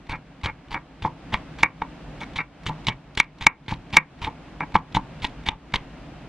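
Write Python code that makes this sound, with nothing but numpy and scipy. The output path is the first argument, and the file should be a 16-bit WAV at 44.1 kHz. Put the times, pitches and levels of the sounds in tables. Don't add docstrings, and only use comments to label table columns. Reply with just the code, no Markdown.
import sys
import numpy as np
from scipy import signal
from scipy.fft import rfft, irfft
from scipy.io import wavfile
from scipy.ndimage import uniform_filter1d

SR = 44100
rng = np.random.default_rng(int(sys.argv[2]) if len(sys.argv) > 2 else 0)


def to_wav(s):
    ch = np.atleast_2d(s).T
    pcm = np.round(np.clip(ch, -1, 1) * 32767)
    wavfile.write(sys.argv[1], SR, pcm.astype(np.int16))


N = 277314
HZ = np.fft.rfftfreq(4096, 1 / SR)


def amp(db):
    return 10 ** (np.asarray(db) / 20)


def evened(x):
    return x / np.sqrt(np.mean(x ** 2) + 1e-20)


def leveled(x, db, length):
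    return amp(db) * x * np.sqrt(length * SR / np.sum(x ** 2))


def read(points, hz):
    pitches, values = np.transpose(points)
    return np.interp(np.log(hz + 1), np.log(pitches + 1), values)


def add(mix, start, sound):
    part = mix[max(round(start * SR), 0):][:len(sound)]
    part += sound[:len(part)]


def colour(x, db):
    log_gain = np.log(amp(np.maximum(db, db.max() - 100)))
    mirrored = np.r_[log_gain, log_gain[-2:0:-1]]
    response = np.fft.ifft(np.exp(np.conj(signal.hilbert(mirrored)))).real
    return signal.fftconvolve(x, response)


def tilt(slope, low_hz=870, high_hz=4500):
    return slope * np.log2(np.clip(HZ, low_hz, high_hz) / low_hz)


def bump(hz, db, octaves):
    return db * np.exp(-(np.log2((HZ + 1) / hz) / octaves) ** 2)


def grains(length, per_s, spread_db, fade_db, taper=0.17):
    n = max(int(length * SR), 64)
    chance, size, sign = rng.random((3, SR // 8))[:, :n]
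    strength = amp(spread_db * np.minimum(-np.log(1 - size), 3))
    clicks = (chance < per_s / SR) * strength * np.sign(sign - .5)
    fizz = 0.027 * (sign - .5)
    fade = amp(-fade_db * np.linspace(0, 1, len(clicks)))
    return (clicks + fizz) * signal.windows.tukey(len(clicks), taper) * fade


# (pitch [Hz], level [dB])
NOISE_COLOUR = [(12, -68), (20, -23), (48, 4.5), (86, -11), (134, -5), (204, -6), (270, -2), (388, -12.5),
                (718, -12.5), (1000, -19.5), (1760, -24), (2320, -25.5), (2670, -26), (8650, -52.5),
                (16000, -73.5)]
# (pitch [Hz], spread to each side [Hz], highest level [dB])
ROOM_HUMS = [(55, 7.7, -55.5), (156, 30, -45), (276, 25, -52.5)]
# (time [s], level [dB])
RECORDER_NOISE_LEVEL = [(0, -55), (.95, -54.5), (1.4, -47), (1.8, -50.5), (2.32, -46.5), (2.46, -57),
                        (2.8, -46.5), (2.95, -54.5), (3.55, -55), (3.85, -51.5), (4.12, -51), (4.4, -50),
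                        (4.85, -50.5), (5.08, -48.5), (5.4, -48), (5.56, -56), (5.84, -49), (6.29, -49.5)]
def room_noise(rumble_db=5, hiss_db=-2.0, split_hz=800, dip_db=-1.5, dip_after_s=0.14, dip_width_s=.06):
    hz, t = np.fft.rfftfreq(N, 1 / SR), np.arange(N) / SR
    dips = sum(np.exp(-((t - start - dip_after_s) / dip_width_s) ** 2) for start, *_ in ONION_CUTS)
    level_db = np.interp(t, *np.transpose(RECORDER_NOISE_LEVEL)) + dip_db * dips
    noise = rfft(rng.standard_normal(N)) * amp(read(NOISE_COLOUR, hz))
    low_share = 1 / (1 + (hz / split_hz) ** 6)
    rumble = evened(irfft(noise * low_share, N)) * amp(rumble_db)
    hiss = evened(irfft(noise * (1 - low_share), N)) * amp(hiss_db)
    hum = np.zeros(N)
    for pitch, spread, db in ROOM_HUMS:
        band = rfft(rng.standard_normal(N)) / (1 + ((hz - pitch) / spread) ** 2)
        hum += amp(db) * evened(irfft(band, N))
    return (rumble + hiss) * amp(level_db) + hum * amp(level_db - level_db.max())


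# (pitch [Hz], time to fade by 60 dB [s])
ECHO_TIMES = [(100, 0.31), (1000, 0.17), (2300, 0.14), (3500, 0.17), (10000, 0.14)]
def wall_echo(x, dull_hz=2800, rise_s=0.0035):
    hz, t, noise = signal.stft(rng.standard_normal(SR // 2), SR, nperseg=256)
    fade = amp(-60 * t / read(ECHO_TIMES, hz)[:, None])
    treble_loss = 1 + (hz[:, None] / dull_hz) ** 6
    tail = signal.istft(noise * fade / treble_loss, SR, nperseg=256)[1]
    tail *= 1 - np.exp(-np.arange(len(tail)) / SR / rise_s)
    return signal.fftconvolve(x, tail / np.linalg.norm(tail))[:N]


def board_thuds(push_hz=76, bounce_hz=131, swell_turns=0.29, table_hz=46, table_db=-11, table_s=0.0086):
    out, t = np.zeros(N), np.arange(SR // 6) / SR
    sway = amp(table_db) * t / table_s * np.exp(1 - t / table_s) * np.sin(2 * np.pi * table_hz * t)
    pushes = [(start + 0.0083, db, push_hz) for start, _, _, _, db in ONION_CUTS]
    bounces = [(start - 0.0011, db, bounce_hz) for start, _, _, db, *_ in KNIFE_LANDINGS]
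    for start, db, hz in pushes + bounces:
        swell = hz * t / swell_turns
        add(out, start, -amp(db) * swell * np.exp(1 - swell) * np.sin(2 * np.pi * hz * t))
        add(out, start - 0.0071, amp(db) * sway)
    return out


# (pitch [Hz], level [dB], time to fade by 60 dB [s])
BOARD_NOTES = [(153.4, -17.5, 0.083), (306, -19.5, 0.065), (500, -18.5, 0.028), (883.5, -3, 0.039),
               (1005, -8.5, 0.04), (1127, -6.5, 0.035), (1320, -6, 0.019), (1448, -11.5, 0.025),
               (1637, -4, 0.018), (1888, -7.5, 0.033), (2093, -2.5, 0.021), (2247, 7.5, 0.015),
               (2386, 2.5, 0.0096), (2734, -6, 0.016), (3677, -4.5, 0.0082), (4730, -8, 0.0049),
               (5680, -15, 0.016), (6710, -15.5, 0.0097), (8260, -14, 0.0058), (10300, -25.5, 0.0098),
               (13100, -30, .008)]
def board_ring(rise_s):
    t = np.arange(SR // 10) / SR
    ring = sum((-1) ** k * amp(db - 60 * t / fade_s) * np.sin(2 * np.pi * hz * t)
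               for k, (hz, db, fade_s) in enumerate(BOARD_NOTES))
    return ring * (1 - np.exp(-t / rise_s))


# (pitch [Hz], level [dB])
RUB_COLOUR = [(100, 10), (900, -0.5), (2400, -2.5), (3000, -10), (4500, -12.5), (6000, -27.5),
              (12000, -33.5)]
def knife_drags(damping_db_per_s=400, lag_s=0.003014, extra_bright=1):
    out, ring = np.zeros(N), board_ring(rise_s=0.00077)
    ring *= amp(-damping_db_per_s * np.arange(len(ring)) / SR)
    for start, _, hardness, _, length, db, hz in KNIFE_LANDINGS:
        slips = grains(length, per_s=1700, spread_db=2.5, fade_db=8.0)
        scrape = signal.fftconvolve(slips, ring)
        tone = read(RUB_COLOUR, HZ) + tilt(hardness + extra_bright) + bump(hz, db=3.5, octaves=0.13)
        add(out, start + lag_s, leveled(colour(scrape, tone), db, length))
    return out


# (time [s], knock level [dB],
# hardness [dB per octave], thud level [dB], drag length [s], drag level [dB], pitch of that spot [Hz])
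KNIFE_LANDINGS = [(.12, -24, -1.5, -30.5, 0.037, -32, 1400), (.458, -21, -1, -20.5, 0.041, -31, 1300),
                  (0.7429, -14.5, -3, -34.5, 0.033, -30, 1570), (1.0478, -10, -16, -24, 0.029, -25, 1010),
                  (1.3408, -8, -5.5, -20.5, 0.013, -38, 2200), (1.6315, 3, 0, -22.5, 0.033, -19, 2330),
                  (1.8178, -11, -9.5, -38, 0.011, -43.5, 910), (2.208, -33, -3.5, -47, 0.03, -34.5, 1430),
                  (2.379, -27, 3.5, -41, 0.036, -25, 2000), (2.685, -32, -17, -22.5, 0.041, -29.5, 970),
                  (2.884, -24, 0.5, -15, 0.042, -35, 1900), (3.2, 1, 3.5, -35, 0.0037, -37.5, 2200),
                  (3.4664, 8, 0.5, -18.5, .005, -25, 2250), (3.7213, -17.5, -27.5, -16, 0.023, -49, 874),
                  (3.968, 7.5, 2.5, -29.5, 0.017, -10, 2340), (4.268, -20, -17, -34.5, 0.021, -27, 980),
                  (4.605, -13, -5.5, -34, 0.03, -28, 1514), (4.753, 1, -10.5, -16, 0.021, -20.5, 1087),
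                  (4.9668, -6, -17.5, -13.5, 0.028, -29, 950),
                  (5.497, -27.5, -14.5, -43, 0.049, -39.5, 1120), (5.739, -9, -3, -19, .004, -33.5, 1720)]
def knife_knocks(bite_db=-15, fizz_s=0.0049, fizz_lead_s=0.0029, fizz_db=-34, fizz_bright=7.1):
    out, ring = np.zeros(N), board_ring(rise_s=0.0012)
    t = np.arange(len(ring)) / SR
    for start, db, hardness, _, drag_s, _, hz in KNIFE_LANDINGS:
        fizz = flesh_crunch(fizz_s, hardness + fizz_bright)
        add(out, start - fizz_lead_s, leveled(fizz, db + fizz_db, fizz_s))
        bite = grains(0.0081, per_s=5200, spread_db=19.0, fade_db=30.0)
        bite = colour(bite, read(FLESH_COLOUR, HZ) + tilt(1.1, high_hz=14000))
        damping_db_per_s = 201 + 2001 * np.exp(-drag_s / 0.0037)
        knock = ring * amp(-damping_db_per_s * t)
        knock /= abs(knock).max()
        add(knock, 0, amp(bite_db) * bite / abs(bite).max())
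        knock = colour(knock, tilt(hardness, high_hz=7000) + bump(hz, db=2.5, octaves=0.18))
        add(out, start, amp(db) * knock / abs(knock).max())
    return out


# (pitch [Hz], level [dB])
FLESH_COLOUR = [(60, 13), (280, 3), (500, -7), (720, -6), (890, 10), (1350, -4.5), (2250, 4.5),
                (2650, -3.5), (3600, -5), (4600, -12), (6800, -20.5), (9000, -29.5), (13000, -40),
                (16000, -78.5)]
def flesh_crunch(length, bright, clump_db=6, clump_s=0.0043, cell_hz=3800, cell_db=5, patch_db=5):
    out = 0
    for hz in cell_hz * 2 ** rng.uniform(-.3, .3, 4):
        cells = grains(length, per_s=800, spread_db=1.5, fade_db=9.5, taper=0.34)
        clumps, ripples = np.clip(rng.standard_normal((2, 40)), -1.5, 1.5)
        t = np.arange(len(cells)) / SR
        cells *= amp(clump_db * np.interp(t / clump_s, np.arange(len(clumps)), clumps))
        patch = patch_db * np.interp(HZ, np.linspace(0, HZ[-1], len(ripples)), ripples)
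        patch *= np.minimum(HZ / cell_hz, 1)
        tone = read(FLESH_COLOUR, HZ) + tilt(bright) + bump(hz, db=cell_db, octaves=0.17)
        out = out + colour(cells, tone + patch)
    return out


def layer_crack(db, bright, pitch_hz=3444, snap_s=0.0026, splinter_db=-12):
    splinters = grains(.007, per_s=5400, spread_db=-0.5, fade_db=14.5)
    burst = amp(splinter_db) * splinters / abs(splinters).max()
    burst[0] += .6
    tone = read(FLESH_COLOUR, HZ) + tilt(bright) + bump(pitch_hz, db=10.5, octaves=0.44)
    return leveled(colour(burst, tone), db, snap_s)


# (time [s], level [dB], brightness [dB per octave])
LAYER_SNAPS = [(.438, -25, -5), (.459, -20, -2.5), (1.0229, -30, -2), (1.041, -31, -3.5),
               (1.340, -17.5, -1), (1.8197, -29, -5), (2.6646, -22, -4), (2.869, -19.5, 4),
               (2.8845, -13.5, -0.5), (2.898, -22, -7), (3.175, -17.5, -0.5), (3.682, -24.5, -2),
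               (3.711, -25.5, -2.5), (3.936, -23, -1), (4.2464, -22.5, -1.5), (4.949, -15, -4),
               (5.2445, -17.5, -.5), (5.2488, -17.5, 0.5), (5.4871, -11.5, 0.5), (5.7393, -19.5, 2.5),
               (5.758, -16, 1)]
# (time [s], length [s], level [dB], brightness [dB per octave], push on the board [dB])
ONION_CUTS = [(0.088, 0.047, -33.5, -1.5, -31), (0.433, 0.045, -33.5, 0.5, -22),
              (0.704, 0.049, -36, 0, -38), (1.018, 0.069, -46.5, 4.5, -26), (1.32, 0.04, -30, -3, -38),
              (1.581, 0.054, -41.5, 1.5, -38), (2.2, 0.051, -44.5, 6, -44), (2.355, 0.032, -33.5, 2, -34.5),
              (2.655, 0.045, -34.5, 4.5, -22), (2.866, 0.036, -31, 5, -20.5), (3.17, .042, -28, 4, -30),
              (3.405, 0.048, -34, 1, -28), (3.681, 0.065, -34.5, -0.5, -28.5),
              (3.923, .06, -31, -0.5, -24.5), (4.21, 0.069, -34, -0.5, -29.5),
              (4.74, 0.031, -28, -2, -36.5), (4.943, .039, -31, 3, -43), (5.22, 0.059, -36, 1.5, -28.5),
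              (5.456, 0.043, -31.5, 0, -30), (5.741, 0.021, -29.5, 1, -28)]
def onion_cuts(prick_s=0.0088, prick_lead_s=.021, prick_db=-17.5, juice_db=-21, juice_s=0.035):
    out = np.zeros(N)
    for start, length, db, bright, _ in ONION_CUTS:
        prick = flesh_crunch(prick_s, bright + 2)
        add(out, start - prick_lead_s, leveled(prick, db + prick_db, prick_s))
        add(out, start, leveled(flesh_crunch(length, bright), db, length))
        for _ in range(2):
            moment = start + rng.uniform(0, length)
            add(out, moment, layer_crack(db + rng.uniform(-1.5, 4.5), bright))
        juice = grains(juice_s, per_s=500, spread_db=4.0, fade_db=9.0, taper=.1)
        juice = colour(juice, read(FLESH_COLOUR, HZ) + tilt(3.2))
        add(out, start + length, leveled(juice, db + juice_db, juice_s))
    for start, db, bright in LAYER_SNAPS:
        add(out, start, layer_crack(db, bright))
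    return out


# (pitch [Hz], side level against middle [dB])
ROOM_WIDTH = [(60, -38.5), (110, -27.5), (200, -24), (380, -7.5), (700, -13.5), (1290, -8), (2380, -9.5),
              (4400, 0.5), (8120, 4), (15000, -4)]
def scene(echo_db=-21, left_delay_s=.00002):
    hz = np.fft.rfftfreq(N, 1 / SR)
    slicing = onion_cuts() + knife_knocks() + knife_drags() + board_thuds()
    delayed = irfft(rfft(slicing) * np.exp(-2j * np.pi * hz * left_delay_s), N)
    middle = amp(echo_db) * wall_echo(slicing) + room_noise()
    side = amp(echo_db) * wall_echo(slicing) + room_noise()
    side = irfft(rfft(side) * amp(read(ROOM_WIDTH, hz)), N)
    return np.array([delayed + middle + side, slicing + middle - side])


def record(dry, threshold_db=-17, duck_share=0.53, recover_db_per_s=70, react_s=0.012, top_hz=15800):
    t = np.arange(N) / SR
    power = uniform_filter1d((dry ** 2).mean(0), size=130)
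    power_db = 10 * np.log10(abs(power) + 1e-12)
    held_db = np.maximum.accumulate(power_db + recover_db_per_s * t) - recover_db_per_s * t
    over_db = uniform_filter1d(np.maximum(held_db - threshold_db, 0), size=400)
    ducked = dry * amp(-duck_share * np.interp(t - react_s, t, over_db))
    limited = ducked / (1 + ducked ** 10) ** (1 / 10)
    treble_cut = signal.firwin(255, top_hz, window=("kaiser", 9), fs=SR)
    return signal.oaconvolve(limited, treble_cut[None], "same")


dry = scene()
out = record(dry)
to_wav(out)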